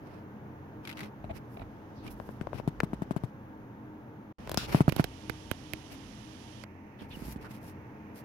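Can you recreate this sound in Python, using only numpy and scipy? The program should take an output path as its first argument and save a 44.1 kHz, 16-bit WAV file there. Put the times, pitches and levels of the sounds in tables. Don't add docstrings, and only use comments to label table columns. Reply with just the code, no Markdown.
import sys
import numpy as np
from scipy import signal
from scipy.fft import rfft, irfft
from scipy.io import wavfile
from scipy.ndimage import uniform_filter1d

SR = 44100
rng = np.random.default_rng(int(sys.argv[2]) if len(sys.argv) > 2 else 0)


def dump(signal):
    limited = np.clip(np.atleast_2d(signal).T, -1, 1)
    pcm = np.round(limited * 32767).astype(np.int16)
    wavfile.write(sys.argv[1], SR, pcm)


N = 363384
TIME = np.arange(N) / SR
RING_TIME = np.arange(SR // 6) / SR
BIN_HZ = np.fft.rfftfreq(N, 1 / SR)


def from_db(db):
    return 10 ** (np.asarray(db) / 20)


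def unit_rms(x):
    return x / np.sqrt(np.mean(x ** 2) + 1e-20)


def unit_energy(x):
    return x / np.sqrt(np.sum(x ** 2, axis=-1, keepdims=True) / (SR / 100) + 1e-20)


def pan(balance_db):
    return from_db([[balance_db / 2], [-balance_db / 2]])


def delay(x, left_s, right_s):
    return np.array([np.roll(side, int(round(s * SR))) for side, s in zip(x, (left_s, right_s))])


def add(out, start_s, sound):
    i = int(round(start_s * SR))
    out[:, i:i + sound.shape[1]] += sound[:, :N - i]


def per_bin(curve):
    hz, values = np.transpose(curve)
    return np.interp(np.log(BIN_HZ + 1), np.log(hz), values)


def colour(noise, spectrum):
    return unit_rms(irfft(rfft(noise) * from_db(per_bin(spectrum)), N))


def roll_off(x, kind, hz, order=2):
    return signal.sosfilt(signal.butter(order, hz, kind, fs=SR, output="sos"), x)


def resonate(x, *bands):
    for hz, width_hz in bands:
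        r = np.exp(-np.pi * width_hz / SR)
        x = signal.lfilter([1, 0, -1], [1, -2 * r * np.cos(2 * np.pi * hz / SR), r * r], x + 1e-18)
    return x


def mode(hz, t60, delay_s):
    t = np.maximum(RING_TIME - delay_s, 0)
    return np.sin(2 * np.pi * hz * t) * from_db(-60 * t / t60)


def drift(rate_hz):
    knots = rng.standard_normal(N // 20)
    return np.interp(TIME * rate_hz, np.arange(len(knots)), knots)


def slips(lead_s, t60, share):
    swell_db = np.where(RING_TIME < lead_s, -25 * (1 - RING_TIME / lead_s),
                        -60 * (RING_TIME - lead_s) / t60)
    force = rng.standard_normal((2, len(RING_TIME))) ** 3 * from_db(swell_db)
    force *= share / np.sqrt(np.sum(force ** 2, axis=1, keepdims=True))
    force[:, int(lead_s * SR)] += 1
    return force


# (frequency [Hz], relative density [dB])
AIR_LEFT = [(40, -25.5), (70, -7.5), (120, 3.5), (300, -5), (420, -6.5), (850, -8.5), (1150, -17),
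            (1600, -15.5), (2800, -32.5), (4000, -46), (6500, -45), (8000, -54), (13000, -41),
            (16000, -50.5)]
AIR_RIGHT = [(40, -5), (70, -10), (120, 8), (300, -4.5), (420, 0.5), (660, -12.5), (900, -5), (1650, -16),
             (2700, -24.5), (4800, -38.5), (6650, -35), (7600, -57.5), (13000, -36.5), (16000, -40)]
# (frequency [Hz], coherence [0..1])
AIR_COHERENCE = [(30, 0.7), (130, 0.9), (300, 1), (640, 0.56), (1400, 0.18), (15000, 0.18)]
# (time [s], level [dB])
AIR_LEVEL = [(0, -48.5), (3.6, -49.5), (5.0, -51), (6.8, -52.5), (7.4, -49), (8.24, -49.5)]
# (frequency [Hz], bandwidth [Hz], level [dB])
HUM_LINES = [(89.8, 1.1, -58.5), (120.1, 1.5, -59), (211.7, 6.6, -55), (265, 14, -58), (308.7, 2.9, -56),
             (907.4, 12, -66.5)]

def room_air():
    coherence = np.clip(per_bin(AIR_COHERENCE), 0, 1)
    mid, side = irfft(rfft(rng.standard_normal((2, N))) * np.sqrt([1 + coherence, 1 - coherence]), N)
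    rush = np.array([colour(mid + side, AIR_LEFT), colour(mid - side, AIR_RIGHT)])
    hum = sum(from_db(db) * unit_rms(resonate(rng.standard_normal(N + SR), (hz, width))[SR:])
              for hz, width, db in HUM_LINES)
    rush_db = np.interp(TIME, *np.transpose(AIR_LEVEL))
    return from_db(rush_db) * rush + roll_off(hum, "low", 2510)


# (frequency [Hz], relative density [dB])
SIDE_HISS_SPECTRUM = [(900, -0.5), (2000, -5.5), (3000, 5), (4200, -2.5), (5800, -1), (8200, -14.5),
                      (9500, -8.5), (10500, -16.5), (11100, -8), (11700, -18.5), (16000, -43)]
SIDE_RUSH_SPECTRUM = [(800, -28), (1300, -33), (1800, 1), (2700, -5), (3500, -33), (6000, -21), (7500, -37)]
# (start [s], end [s], level [dB])
HISS_SPELLS = [(1.186, 3.3, -70), (4.376, 6.638, -52.5)]
DROPOUT_START_S, DROPOUT_END_S = 4.326, 4.384

def side_hiss(onset_db=-9, swell_s=0.86, rush_db=-61.5):
    gate = np.zeros(N)
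    for start, end, db in HISS_SPELLS:
        swell_db = onset_db * np.clip(1 - (TIME - start) / swell_s, 0, 1)
        gate += ((TIME > start) & (TIME < end)) * from_db(db + swell_db)
    hiss = from_db([[-37], [0]]) * colour(rng.standard_normal((2, N)), SIDE_HISS_SPECTRUM)
    rush = from_db([[-28.5], [0]]) * colour(rng.standard_normal((2, N)), SIDE_RUSH_SPECTRUM)
    return gate * hiss + (TIME > DROPOUT_END_S) * from_db(rush_db) * rush


# (frequency [Hz], relative density [dB])
RUMBLE_SPECTRUM = [(12, -46.5), (25, -20), (47, 7.5), (65, 11), (110, -11), (250, -45), (1000, -79)]
# (middle [s], duration [s], level [dB])
HAND_SHIFTS = [(1.3, 0.29, -48), (1.614, 0.26, -50), (2.09, 0.34, -49.5), (2.748, 1.3, -51.5),
               (4.745, 1.13, -48), (5.8, 2.4, -59.5), (7.29, 0.63, -50.5)]

def hand_rumble(resting_db=-69):
    swells = sum(from_db(db) * np.cos(np.pi * np.clip((TIME - middle) / length, -.5, .5)) ** 2
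                 for middle, length, db in HAND_SHIFTS)
    shake = rng.standard_normal(N) + 0.32 * rng.standard_normal((2, N))
    return (from_db(resting_db) + swells) * pan(-2) * colour(shake, RUMBLE_SPECTRUM)


# (frequency [Hz], relative density [dB])
DRAG_SPECTRUM = [(50, -32), (120, 6.5), (400, -1.5), (680, -6), (1000, -7.5), (1800, -18.5), (4000, -39)]
RASP_SPECTRUM = [(700, 4.5), (1500, 5.5), (2600, 9), (3600, -0.5), (5500, -0.5), (8000, -33), (11500, -28),
                 (16000, -29)]
HISS_SPECTRUM = [(2500, -16), (5200, -6.5), (8000, -12), (10000, -7.5), (11900, -5.5), (14000, -11),
                 (16000, -22)]
SHEEN_SPECTRUM = [(7000, -23), (10000, -8), (12000, -1), (14000, -7), (16000, -9)]
# (start [s], duration [s], rasp level [dB], brightness [dB], balance [dB])
SKIN_STROKES = [(0.015, 0.22, -69, -5.5, -10), (0.842, 0.085, -63.5, -2, 9), (0.952, 0.14, -59.5, -5, 2.5),
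                (1.353, 0.023, -58, 1.5, -7), (1.5, 0.11, -80, 12.5, -9), (2.04, 0.063, -58, -6.5, 1),
                (2.109, 0.022, -70, 16.5, -7), (2.145, 0.24, -81.5, 13.5, -7), (2.543, 0.053, -54.5, -2, 8),
                (4.343, 0.49, -61, -8.5, -0.5), (4.69, 0.11, -44.5, 0, 2), (4.85, 0.24, -61.5, -5.5, 3),
                (4.99, 0.013, -43, -1.5, -12.5), (5.923, 0.019, -49.5, 3, 2), (6.999, 0.056, -58.5, -3, 0),
                (7.098, 0.25, -58.5, 6.5, -0.5), (7.27, 0.068, -72, 15.5, 2), (7.419, 0.047, -57, 0, -1),
                (7.497, 0.086, -61, 5, -3), (7.617, 0.099, -64.5, 9.5, 1), (8.156, 0.052, -63, 9.5, -1)]

def rubbing(grain_db=2.0, unevenness_db=2.5, fade_s=0.036):
    spectra = DRAG_SPECTRUM, RASP_SPECTRUM, HISS_SPECTRUM, SHEEN_SPECTRUM
    gains = np.zeros((len(spectra), 2, N))
    for start, length, db, bright_db, balance_db in SKIN_STROKES:
        end = start + length
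        span = slice(max(int((start - fade_s / 2) * SR), 0), int((end + fade_s / 2) * SR))
        from_middle = np.clip((TIME[span] - (start + end) / 2) / (length + fade_s), -.5, .5)
        pressure = np.cos(np.pi * from_middle) * np.sqrt(2 * length / (length + fade_s))
        drag_db, hiss_db, sheen_db = 4 - bright_db, -7.5 + bright_db, -22 + 2.12 * bright_db
        layers = from_db(db) * from_db([drag_db, 0, hiss_db, sheen_db])
        gains[:, :, span] += layers[:, None, None] * pan(balance_db) * pressure
    grip = from_db(grain_db * drift(900) + unevenness_db * drift(70))
    return sum(gain * colour(grip * rng.standard_normal((2, N)), spectrum)
               for gain, spectrum in zip(gains, spectra))


# (start [s], duration [s], first pitch [Hz], level [dB], bandwidth [share of pitch])
FINGER_SQUEAKS = [(1.94, 0.14, 5470, -70, 0.29), (2.038, .025, 9950, -70, .08),
                  (6.985, 0.052, 3530, -61, 0.2), (7.102, 0.044, 3380, -53.5, 0.38),
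                  (7.137, .024, 3100, -51.5, 0.037), (7.434, 0.051, 1640, -53, 0.45)]

def squeaks(sag_octaves_per_s=6.1):
    out = np.zeros((2, N))
    for start, length, first_hz, db, width_share in FINGER_SQUEAKS:
        hz = first_hz * 2 ** (-sag_octaves_per_s * TIME[:int(length * SR)])
        carrier = np.exp(2j * np.pi * np.cumsum(hz) / SR)
        noise = rng.standard_normal((2, SR // 2)) + 1j * rng.standard_normal((2, SR // 2))
        waver = roll_off(noise, "low", first_hz * width_share / 2)[:, -len(hz):]
        tone = np.real(waver * carrier) * signal.windows.tukey(len(hz), .5)
        add(out, start, from_db(db) * pan(-4.5) * unit_rms(tone))
    return out


# (frequency [Hz], bandwidth [Hz], relative level [dB])
EDGE_MODES = [(2320, 720, -2), (3850, 700, -7)]
# (start [s], duration [s], edge level [dB], hollow level [dB])
EDGE_SCRAPES = [(1.239, 0.014, -58, -48), (1.292, 0.028, -50.5, -36), (1.568, 0.0076, -54, -45),
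                (1.594, 0.0058, -55, -46.5), (1.607, 0.025, -53.5, -48)]

def scrapes(hollow_hz=674):
    out = np.zeros((2, N))
    for start, length, edge_db, hollow_db in EDGE_SCRAPES:
        arch = np.maximum(np.sin(np.pi * np.minimum(RING_TIME / length, 1)), 0)
        grit = rng.standard_normal((2, len(RING_TIME))) ** 3 * np.sqrt(arch)
        edge = sum(from_db(db) * unit_energy(resonate(grit, (hz, width))) for hz, width, db in EDGE_MODES)
        edge = roll_off(edge, "low", 3700, order=6)
        hollow = unit_energy(resonate(grit, (hollow_hz, 61), (hollow_hz, 900)))
        add(out, start, from_db(edge_db) * pan(-7) * edge + from_db(hollow_db) * pan(4.7) * hollow)
    return out


# (frequency [Hz], left gain [dB], right gain [dB], t60 [s])
CASE_MODES = [(284, -14.5, -7, 0.033), (388, -12, -44, 0.029), (653, -10.5, -14.5, 0.017),
              (880, -11.5, -30.5, 0.0082), (1130, -31.5, -44, 0.011), (1360, -36.5, -19.5, 0.015)]
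# (time [s], level [dB], balance [dB], body pitch [Hz], hardness [dB/octave])
HAND_BUMPS = [(1.2424, -32.5, 4, 89, 4.5), (1.307, -32, 6, 84, -7), (1.618, -33.5, -2, 93, 7.5),
              (2.4119, -25.5, 9, 152, 0.5), (2.544, -28.5, 8, 110, -3), (2.6762, -14.5, 5.5, 147, 1),
              (2.833, -16, 9.5, 162, 0), (2.9325, -20.5, 6, 184, 2.5), (3.0202, -19.5, 7, 177, 2.5),
              (3.109, -18.5, 7, 175, 3.5), (3.1636, -19.5, 11, 155, 1), (3.2364, -21.5, 9.5, 126, -1),
              (4.5746, -20, 12, 190, -14.5), (4.7462, -6.5, 2.5, 145, 2), (4.8059, -6.5, 2, 148, 2.5),
              (4.8798, -7.5, -4.5, 142, 3.5), (4.996, -9.5, -4.5, 143, 4), (7.018, -33, -10, 190, 0),
              (7.17, -31.5, -7, 172, -6), (7.2209, -29, -8, 184, -4), (7.282, -31.5, -6, 173, -8),
              (7.36, -26.5, -5.5, 190, -7)]

def bumps(spread_db=1, skin_top_hz=1900, scuff_db=-29.5, scuff_s=0.017, landing_s=0.00084):
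    out = np.zeros((2, N))
    touch = np.exp(-(RING_TIME / scuff_s) ** 4) + 2 * np.exp(-RING_TIME / landing_s)
    for time, db, balance_db, body_hz, hardness in HAND_BUMPS:
        upper = np.zeros((2, len(RING_TIME)))
        for hz, left_db, right_db, t60 in CASE_MODES:
            drive_db = hardness * np.log2(hz / CASE_MODES[0][0]) + spread_db * rng.standard_normal()
            upper += from_db([[left_db], [right_db]]) * from_db(drive_db) * mode(hz, t60, delay_s=0)
        body = mode(body_hz, t60=0.039 * (146 / body_hz) ** 2.1, delay_s=0.00099)
        thump = roll_off(body - upper, "low", skin_top_hz)
        friction = rng.standard_normal((2, len(RING_TIME))) * touch
        scuff = unit_energy(resonate(friction, (800, 770)))
        scuff += from_db(-17.5) * unit_energy(resonate(friction, (8200, 4600)))
        add(out, time, from_db(db) * pan(balance_db) * (thump + from_db(scuff_db) * scuff))
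    return out


# (frequency [Hz], relative level [dB], t60 [s])
PANEL_MODES = [(1560, 0.5, 0.0081), (3270, -8.5, 0.003)]
# (time [s], thud level [dB], knock level [dB], knock pitch [Hz], snap level [dB], snap pitch [Hz],
# snap bandwidth [share of pitch], panel relative to snap [dB], slips [share of release], balance [dB])
PLASTIC_CLICKS = [(2.2, -45, -48, 580, -55.5, 1550, 0.42, -17, 0.47, 15),
                  (2.29, -43, -53.5, 560, -64.5, 1480, 1, 1, 1, 18),
                  (2.4119, -47, -66, 570, -51.5, 1530, 0.43, -2, 1, 16),
                  (2.4706, -39, -40, 584, -57, 1500, 0.61, 2, 0.88, 8.5),
                  (2.531, -39, -40.5, 590, -57, 1500, 0.74, 3, 0.89, 7.5),
                  (2.5987, -36.5, -43.5, 580, -59, 1590, 0.58, -6, 1, 9),
                  (2.8034, -40, -37, 480, -30, 1650, 0.5, -5.5, 0.71, 5),
                  (4.4744, -43, -45, 567, -48, 2060, 0.37, -2, .8, -3),
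                  (4.4945, -45, -41, 590, -48.5, 3320, 1.6, 1, 0.97, 0),
                  (4.516, -36.5, -39.5, 606, -44, 3430, 1.8, -2, 1, 1),
                  (4.544, -40, -38.5, 557, -42, 3070, 1, -2, 1, 0),
                  (4.574, -33, -35, 720, -31, 5100, 0.14, -12, 0.75, 7),
                  (4.893, -33, -37.5, 580, -38, 2390, 0.41, -7, .9, -11),
                  (4.9229, -39, -43, 574, -47, 2150, 0.36, -3, .9, -27.5),
                  (4.9639, -37.5, -42, 795, -49.5, 2900, 0.28, -2, 1, -21.5),
                  (5.0425, -33, -33.5, 413, -38, 2500, 0.76, -2.5, 1, -11),
                  (5.297, -38, -40, 460, -43, 2060, 0.52, -1, 0.7, -24),
                  (5.514, -35, -37.5, 590, -41.5, 2540, 0.35, 0.5, 1, -21),
                  (5.7352, -41, -40.5, 367, -41, 2280, 0.31, -10, 0.19, -20),
                  (6.638, -60, -49, 570, -51, 1840, 1.2, -11, 1, -16)]

def clicks(lead_s=0.0021, knock_cycles=7.2, tick_ceiling_db=-44):
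    out = np.zeros((2, N))
    thud = unit_energy(mode(85, 0.016, lead_s) - 0.63 * mode(300, 0.015, lead_s))
    panel = sum((-1) ** k * from_db(db) * unit_energy(mode(hz, t60, lead_s))
                for k, (hz, db, t60) in enumerate(PANEL_MODES))
    lip = from_db(-21) * unit_energy(mode(4840, 0.0059, lead_s))
    for (time, thud_db, knock_db, knock_hz, snap_db, snap_hz,
         width_share, panel_db, slip_share, balance_db) in PLASTIC_CLICKS:
        t60 = knock_cycles / knock_hz
        knock = unit_energy(mode(knock_hz, t60, lead_s) - 0.49 * mode(knock_hz * 1.764, t60, lead_s))
        release = slips(lead_s, t60=0.022, share=slip_share)
        snap = resonate(release, (snap_hz, snap_hz * width_share), (snap_hz * 0.5, snap_hz * 1.6))
        tick = roll_off(resonate(release, (12700, 2800), (10000, 6000)), "high", 5000)
        tick_db = min(snap_db - 17.5 + 22.5 * np.log2(snap_hz / 2320), tick_ceiling_db)
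        click = from_db(thud_db) * thud + from_db(knock_db) * pan(9.9) * knock
        click += from_db(snap_db) * (unit_energy(snap) + lip + from_db(panel_db) * panel)
        click += from_db(tick_db) * pan(-18) * unit_energy(tick)
        add(out, time - lead_s, pan(balance_db) * click)
    return out


# (time [s], level [dB], pitch [Hz], balance [dB])
CABLE_BUCKLES = [(0.852, -49.5, 2300, 1), (0.8742, -44, 2160, 4), (0.8926, -45.5, 2020, 1),
                 (0.9, -48, 2000, 3), (0.913, -50, 2170, 7), (0.9272, -52, 2600, -1), (0.972, -49, 2020, 1),
                 (0.983, -53, 2050, 5), (0.992, -47, 2030, 5), (1.0063, -44.5, 1960, 1),
                 (1.0128, -52, 1990, 3), (1.032, -49, 2060, 1), (1.038, -57, 2040, 0),
                 (1.044, -55, 2060, -1), (1.057, -58, 2020, -4), (2.065, -54, 2160, -6),
                 (2.077, -52, 2390, -6)]

def cable_crinkles(lead_s=0.0024):
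    out = np.zeros((2, N))
    for time, db, hz, balance_db in CABLE_BUCKLES:
        buckle = slips(lead_s, t60=0.037, share=3.8)
        film = unit_energy(resonate(buckle, (hz, 1170), (1800, 5300)))
        ring = from_db(-4.5) * unit_energy(resonate(buckle, (hz, 83), (hz, 1400)))
        edge = from_db(-9.5) * unit_energy(resonate(buckle, (9300, 4000), (14000, 9800)))
        board = from_db(-3.5) * unit_energy(resonate(buckle, (1400, 800), (1300, 1200)))
        add(out, time - lead_s, from_db(db) * pan(balance_db) * (film + ring + edge + board))
    return out


# (frequency [Hz], bandwidth [Hz], level [dB], fall [dB], balance [dB])
CABLE_MODES = [(1350, 250, -39.5, 13, -1.5), (2670, 350, -45.5, 6, 9), (3670, 900, -35.5, 16, -2.5),
               (5100, 700, -38, 16.5, 0), (11300, 4000, -43.5, 21, -2)]

def cable_slide(start_s=4.5745, length_s=0.098, release_s=0.015):
    out = np.zeros((2, N))
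    t = TIME[:int(length_s * SR)]
    stop = np.clip((length_s - t) / release_s, 0, 1)
    for hz, width, db, fall_db, balance_db in CABLE_MODES:
        ring = unit_rms(resonate(rng.standard_normal((2, len(t))), (hz, width)))
        envelope = from_db(db - fall_db * np.sqrt(t / length_s)) * stop
        add(out, start_s, envelope * pan(balance_db) * ring)
    return out


def scene():
    contacts = roll_off(delay(bumps(), left_s=0.00033, right_s=0) + clicks(), "high", 91)
    room = delay(room_air(), left_s=0, right_s=0.00021)
    handling = cable_slide() + scrapes() + cable_crinkles() + rubbing() + squeaks() + hand_rumble()
    return room + side_hiss() + handling + contacts


def record(dry, dropout_db=-44, cutoff_hz=15850):
    muted = (TIME > DROPOUT_START_S) & (TIME < DROPOUT_END_S)
    gain = uniform_filter1d(np.where(muted, from_db(dropout_db), 1), size=40)
    return signal.sosfilt(signal.ellip(10, .1, 70, cutoff_hz, fs=SR, output="sos"), dry * gain)


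dry = scene()
out = record(dry)
dump(out)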